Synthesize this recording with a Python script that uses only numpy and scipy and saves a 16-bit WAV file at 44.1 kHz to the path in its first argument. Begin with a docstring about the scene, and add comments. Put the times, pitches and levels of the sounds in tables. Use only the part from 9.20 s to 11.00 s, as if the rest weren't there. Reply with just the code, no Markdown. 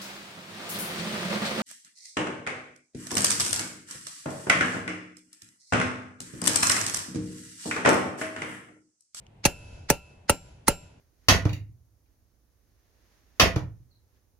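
"""Hammering on a wheel nut

A hammer strikes a long steel bar, seated in a socket on a car's wheel nut, four times. Each blow is a hard
crack, a thud that falls in pitch as it spreads through wheel and tyre, a short clank and a thin ring of
steel. The car and nearby walls throw it back over a low rumble; a limiter ducks and recovers."""
import sys
import numpy as np
from scipy import signal
from scipy.fft import rfft, irfft
from scipy.io import wavfile
from scipy.ndimage import uniform_filter1d, minimum_filter1d

SR = 44100
rng = np.random.default_rng(int(sys.argv[2]) if len(sys.argv) > 2 else 0)


def wav_record(signal):
    """Record a signal, one row per channel, as 16-bit PCM in the file named by sys.argv[1]."""
    frames = np.transpose(np.atleast_2d(signal))
    bounded = np.clip(frames, -1, 1)
    # unit amplitude maps onto the largest positive 16-bit level
    quanta = np.round(bounded * 32767).astype(np.int16)
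    wavfile.write(sys.argv[1], SR, quanta)


N = 79380
FREQS_HZ = np.fft.rfftfreq(N, 1 / SR)
LEFT_RIGHT = np.array([[.5], [-.5]])


def amp(db):
    """Decibels to gain."""
    return 10 ** (np.asarray(db) / 20)


def curve(points, hz):
    """Reads a table on a log-frequency axis."""
    knots_hz, values = np.transpose(points)
    return np.interp(np.log(hz + 1), np.log(knots_hz + 1), values)


def add(mix, start_s, sound):
    """Mixes a sound in from start_s."""
    part = mix[:, round(start_s * SR):]
    part += sound[..., :part.shape[1]]


def fade(t, t60):
    """Falls by 60 dB in t60 seconds."""
    return np.exp(-np.log(1000) * t / t60)


def noise(spectrum, likeness, eq_db=0):
    """Stereo noise with a given spectrum and left-right likeness, at unit rms before the EQ."""
    left, other = rfft(rng.standard_normal((2, N)))
    same, gain = curve(likeness, FREQS_HZ), amp(curve(spectrum, FREQS_HZ))
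    pair = np.array([left, same * left + np.sqrt(1 - same ** 2) * other])
    return irfft(pair * gain * amp(eq_db) / np.sqrt(np.mean(gain ** 2)), N)


def tail(spectrum, likeness, decays):
    """Noise whose bands die at their own speeds."""
    hz, t, bands = signal.stft(noise(spectrum, likeness), SR, nperseg=1024, noverlap=768)
    bands *= fade(t, curve(decays, hz)[:, None])
    return signal.istft(bands, SR, nperseg=1024, noverlap=768)[1][:, :N]


def modes(t, table, rise_s=.0005, spread_rad=1.3, wide_hz=1500):
    """Dying sines; the high ones reach left and right out of step."""
    out = np.zeros((2, N))
    for (hz, db, t60), (phase, side) in zip(table, rng.random((len(table), 2))):
        apart = np.sign(side - .5) * spread_rad * min(hz / wide_hz, 1) * LEFT_RIGHT
        out += amp(db) * fade(t, t60) * np.sin(2 * np.pi * (hz * t + phase) + apart)
    return out * np.minimum(t / rise_s, 1)


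# Dark background bed: freq_hz, level_db
RUMBLE_SPECTRUM = [(20, -22.5), (62, -5), (90, -5), (125, -6.5), (200, -16), (400, -21.5), (900, -22.5),
                   (1200, -34), (2700, -33.5), (5000, -47), (10000, -50), (16000, -65.5)]
# Distant stereo image, centred lows and wide highs: freq_hz, likeness
FAR_IMAGE = [(60, .98), (150, 1), (350, 0.38), (700, 0.041), (2000, 0.015), (14000, .02)]
def rumble():
    """A faint, steady low rumble."""
    return amp(-56) * noise(RUMBLE_SPECTRUM, FAR_IMAGE)


# Tick cue: start_s, level_db, t60_s
TOOL_TICK = (.0665, -49, 0.014)
# Its thin tone: freq_hz, level_db
TICK_SPECTRUM = [(1500, -26), (2800, 11), (4000, -10), (6500, 0), (10000, -40)]
# Close-up stereo image: freq_hz, likeness
CLOSE_IMAGE = [(100, 0.77), (400, 0.6), (900, 0.93), (2000, 0.55), (5000, 0.036), (14000, .1)]
def tool_tick(t, t60):
    """The tool gives a tiny tick before the first blow."""
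    return fade(t, t60) * noise(TICK_SPECTRUM, CLOSE_IMAGE)


# Tone of the early reflections and of the walls' tail: freq_hz, level_db
EARLY_SPECTRUM = [(40, 6), (150, -3), (450, 0.5), (930, -2), (1130, -18), (1400, -7), (1900, -16),
                  (2800, -3.5), (3400, -21), (4400, -16), (7400, -16.5), (8500, -30), (10000, -16),
                  (12400, -41.5), (14400, -21.5), (15800, -47.5)]
ROOM_SPECTRUM = [(30, 5), (65, 18), (130, 11), (220, 2), (600, 0), (960, -5), (1130, -22.5), (1420, -2),
                 (1800, -14.5), (2750, -4.5), (3400, -11.5), (5500, -10.5), (7500, -13), (8500, -25),
                 (10000, -6.5), (12400, -28), (14300, -21.5), (15800, -37.5)]
# Their decay times: freq_hz, t60_s
EARLY_DECAY = [(100, 0.16), (600, 0.12), (3000, 0.13), (8000, .14), (15000, 0.16)]
ROOM_DECAY = [(60, 1), (250, 0.82), (1000, 0.84), (3000, 0.74), (7000, 0.73), (14000, 0.39)]
def reflections(t, room_db, early_rise_s=.009, room_rise_s=.021, bass_hz=127):
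    """A quick spray off the car body and floor, then a long tail that booms more as room_db rises."""
    early = amp(1) * np.minimum(t / early_rise_s, 1) * tail(EARLY_SPECTRUM, CLOSE_IMAGE, EARLY_DECAY)
    room = tail(ROOM_SPECTRUM, FAR_IMAGE, ROOM_DECAY)
    bass = 1 / (1 + (FREQS_HZ / bass_hz) ** 4)
    room = irfft(rfft(room) * amp(room_db * (1 + .83 * bass)), N)
    return early + amp(-31) * np.minimum(t / room_rise_s, 1) * room


# The bar's note, a close pair of bending modes: pitch_hz, level_db, t60_s
BAR_MODES = [(2605, -27, .56), (2714, -14.5, .27)]
# Further modes of the bar ringing on: pitch_hz, level_db, t60_s
RING_MODES = [(587, -39, .62), (990, -43, .62), (1362, -31, .3), (2369, -33, .3), (2947, -33, .28),
              (4134, -33, .25), (5526, -32, .27), (7386, -25, .23), (7493, -23, .27), (11295, -40, .26)]
def steel_ring(t, bar_db, high_db, split_hz=5000):
    """The steel rings on; where the hammer lands sets the share of bar note and high modes."""
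    note = sum(amp(db + bar_db) * fade(t, t60) * np.sin(2 * np.pi * hz * t) for hz, db, t60 in BAR_MODES)
    return note + modes(t, [(hz, db + high_db * (hz > split_hz), t60) for hz, db, t60 in RING_MODES])


# Socket and wheel resonances: pitch_hz, level_db, t60_s
CLANK_MODES = [(170.6, -12.5, 0.21), (407, -38.5, 0.23), (569.7, 5, 0.088), (782.5, -25, 0.23),
               (868.3, 11, 0.04), (1368, -12.5, 0.15), (2910, -16, 0.088), (3908, -24.5, 0.18),
               (4970, -35.5, .08), (8770, -4.5, 0.067), (10200, -17, 0.083)]
def clank(t):
    """Socket and wheel sound briefly, heavily damped."""
    return modes(t, CLANK_MODES)


def thud(t, fall_s, top_hz=893.3, end_hz=50.36, rise_s=.0038, decay_s=.008):
    """Bending waves arrive high notes first: a quick downward sweep."""
    hz = end_hz + (top_hz - end_hz) * np.exp(-t / fall_s)
    envelope = np.minimum(t / rise_s, 1) * np.exp(-np.maximum(t - fall_s, 0) / decay_s)
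    return amp(8.5) * envelope * np.sin(2 * np.pi * np.cumsum(hz) / SR)


def tyre_thump(t, pitch_hz=56, rise_s=.0031):
    """The tyre takes the blow with a soft thump."""
    return amp(2.5) * t / rise_s * np.exp(-t / rise_s) * np.sin(2 * np.pi * pitch_hz * t)


# Brief tones that give each blow its own colour: start_s, pitch_hz, level_db
ACCENT_TONES = [(.2525, 2240, -25), (.2525, 2697, 13.5), (.2525, 4300, 12), (.2525, 6420, 11.5),
                (.7025, 1690, -0.5), (.7025, 2548, -2.5), (.7025, 5540, -5), (.7025, 5940, 4),
                (1.0964, 1325, 4.5), (1.0964, 2778, 1.5), (1.0964, 9360, 5), (1.4812, 1331, -2.5),
                (1.4812, 2060, -3), (1.4812, 4150, -5), (1.4812, 9880, -36.5)]
# Panning of accents and crack: freq_hz, left_minus_right_db
IMPACT_PAN = [(400, -3.5), (1400, -4), (2600, -9), (5000, 4.5), (14000, -3)]
def accent(t, hz, db, t60=.03):
    """One quickly dying tone, panned by its pitch."""
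    return modes(t, [(hz, db, t60)]) * amp(curve(IMPACT_PAN, hz) * LEFT_RIGHT)


# Tone of the socket's chatter and of the bright snap: freq_hz, level_db
CHATTER_SPECTRUM = [(100, 1), (300, -11.5), (600, -16.5), (1100, -10.5), (1900, -4.5), (2700, -13.5),
                    (3400, -14), (4400, -8), (6500, -5), (8300, -11.5), (10000, 4), (12200, -19.5),
                    (14400, -7.5), (16500, -33)]
SNAP_SPECTRUM = [(300, -23), (1500, 1), (4000, -16), (7000, 6.5), (10000, 6), (12000, -7.5), (14200, 12.5),
                 (16500, -25)]
def crack(t, swell_s, chatter_s, mids_db, treble_db, snap_db, mids_hz=2920, treble_hz=9600):
    """Steel snaps on steel at t = 0; the socket chatters on the nut for a few milliseconds."""
    bell = np.exp(-np.log2((FREQS_HZ + 1) / mids_hz) ** 2 / 2)
    shelf = FREQS_HZ ** 4 / (FREQS_HZ ** 4 + treble_hz ** 4)
    eq_db = mids_db * bell + treble_db * shelf + curve(IMPACT_PAN, FREQS_HZ) * LEFT_RIGHT
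    flutter = uniform_filter1d(rng.standard_normal(N), size=36)
    chatter = noise(CHATTER_SPECTRUM, CLOSE_IMAGE, eq_db) * amp(4 * flutter / flutter.std())
    mids = signal.sosfilt(signal.butter(4, 6900, fs=SR, output="sos"), chatter)
    swell = mids * np.exp(np.minimum(t, 0) / swell_s)  # leads into the hit
    dying = chatter * fade(np.maximum(t - chatter_s, 0), t60=.03)
    snap = amp(snap_db - 3) * (t >= 0) * fade(abs(t), t60=.036) * noise(SNAP_SPECTRUM, CLOSE_IMAGE)
    return amp(2.5) * np.where(t < 0, swell, dying) + snap


# Hammer cues with trims per layer: start_s, level_db, swell_s, chatter_s, mids_db, treble_db,
# snap_db, thud_db, fall_s, clank_db, room_db
HAMMER_BLOWS = [(0.2527, 4, 0.0023, 0.0092, 6.5, -9.5, 7.5, -0.5, 0.0043, -4.5, 2),
                (0.7011, -7, 0.0025, 0.0037, 8.5, -4.5, 13, 2, 0.0049, 0, -3),
                (1.0962, -8.5, 0.0024, 0.0058, 4.5, -6.5, 7, 1, 0.0041, 0, 1),
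                (1.4808, -9, 0.0024, 0.0037, 1, 10.5, -3.5, -0.5, 0.00543, 0, -0.5)]
# Ring trims per blow: bar_db, high_db
RING_TRIMS = [(-2.5, -4), (-4, -10), (-16, 4), (-11, 5)]
def scene():
    """Four blows and a tick over a low rumble."""
    t = np.arange(N) / SR
    mix = rumble()
    for blow, (bar_db, high_db) in zip(HAMMER_BLOWS, RING_TRIMS):
        start_s, level_db, *crack_shape, thud_db, fall_s, clank_db, room_db = blow
        mix += amp(level_db) * crack(t - start_s, *crack_shape)
        body = amp(thud_db) * (thud(t, fall_s) + tyre_thump(t)) + amp(clank_db) * clank(t)
        sustain = steel_ring(t, bar_db, high_db) + reflections(t, room_db)
        add(mix, start_s, amp(level_db) * (body + sustain))
    for start_s, pitch_hz, level_db in ACCENT_TONES:
        add(mix, start_s, accent(t, pitch_hz, level_db))
    start_s, level_db, t60 = TOOL_TICK
    add(mix, start_s, amp(level_db) * tool_tick(t, t60))
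    return mix


def record(dry):
    """A look-ahead limiter ducks the blows and recovers slowly; then a soft clip and a high cut."""
    threshold_db, recover_db_per_s, ceiling, cutoff_hz = -10.5, 79, .95, 16400
    power_db = 10 * np.log10(abs(uniform_filter1d((dry ** 2).mean(0), size=300)) + 1e-12)
    over_db = -minimum_filter1d(-np.maximum(power_db - threshold_db, 0), size=400)  # peak hold
    recovery_db = np.arange(N) * recover_db_per_s / SR
    duck_db = uniform_filter1d(np.maximum.accumulate(over_db + recovery_db) - recovery_db, size=130)
    clipped = ceiling * np.tanh(dry * amp(-duck_db) / ceiling)
    high_cut = signal.firwin(255, cutoff_hz, window=("kaiser", 9), fs=SR)
    return signal.oaconvolve(clipped, high_cut[None], "same")


dry = scene()
out = record(dry)
wav_record(out)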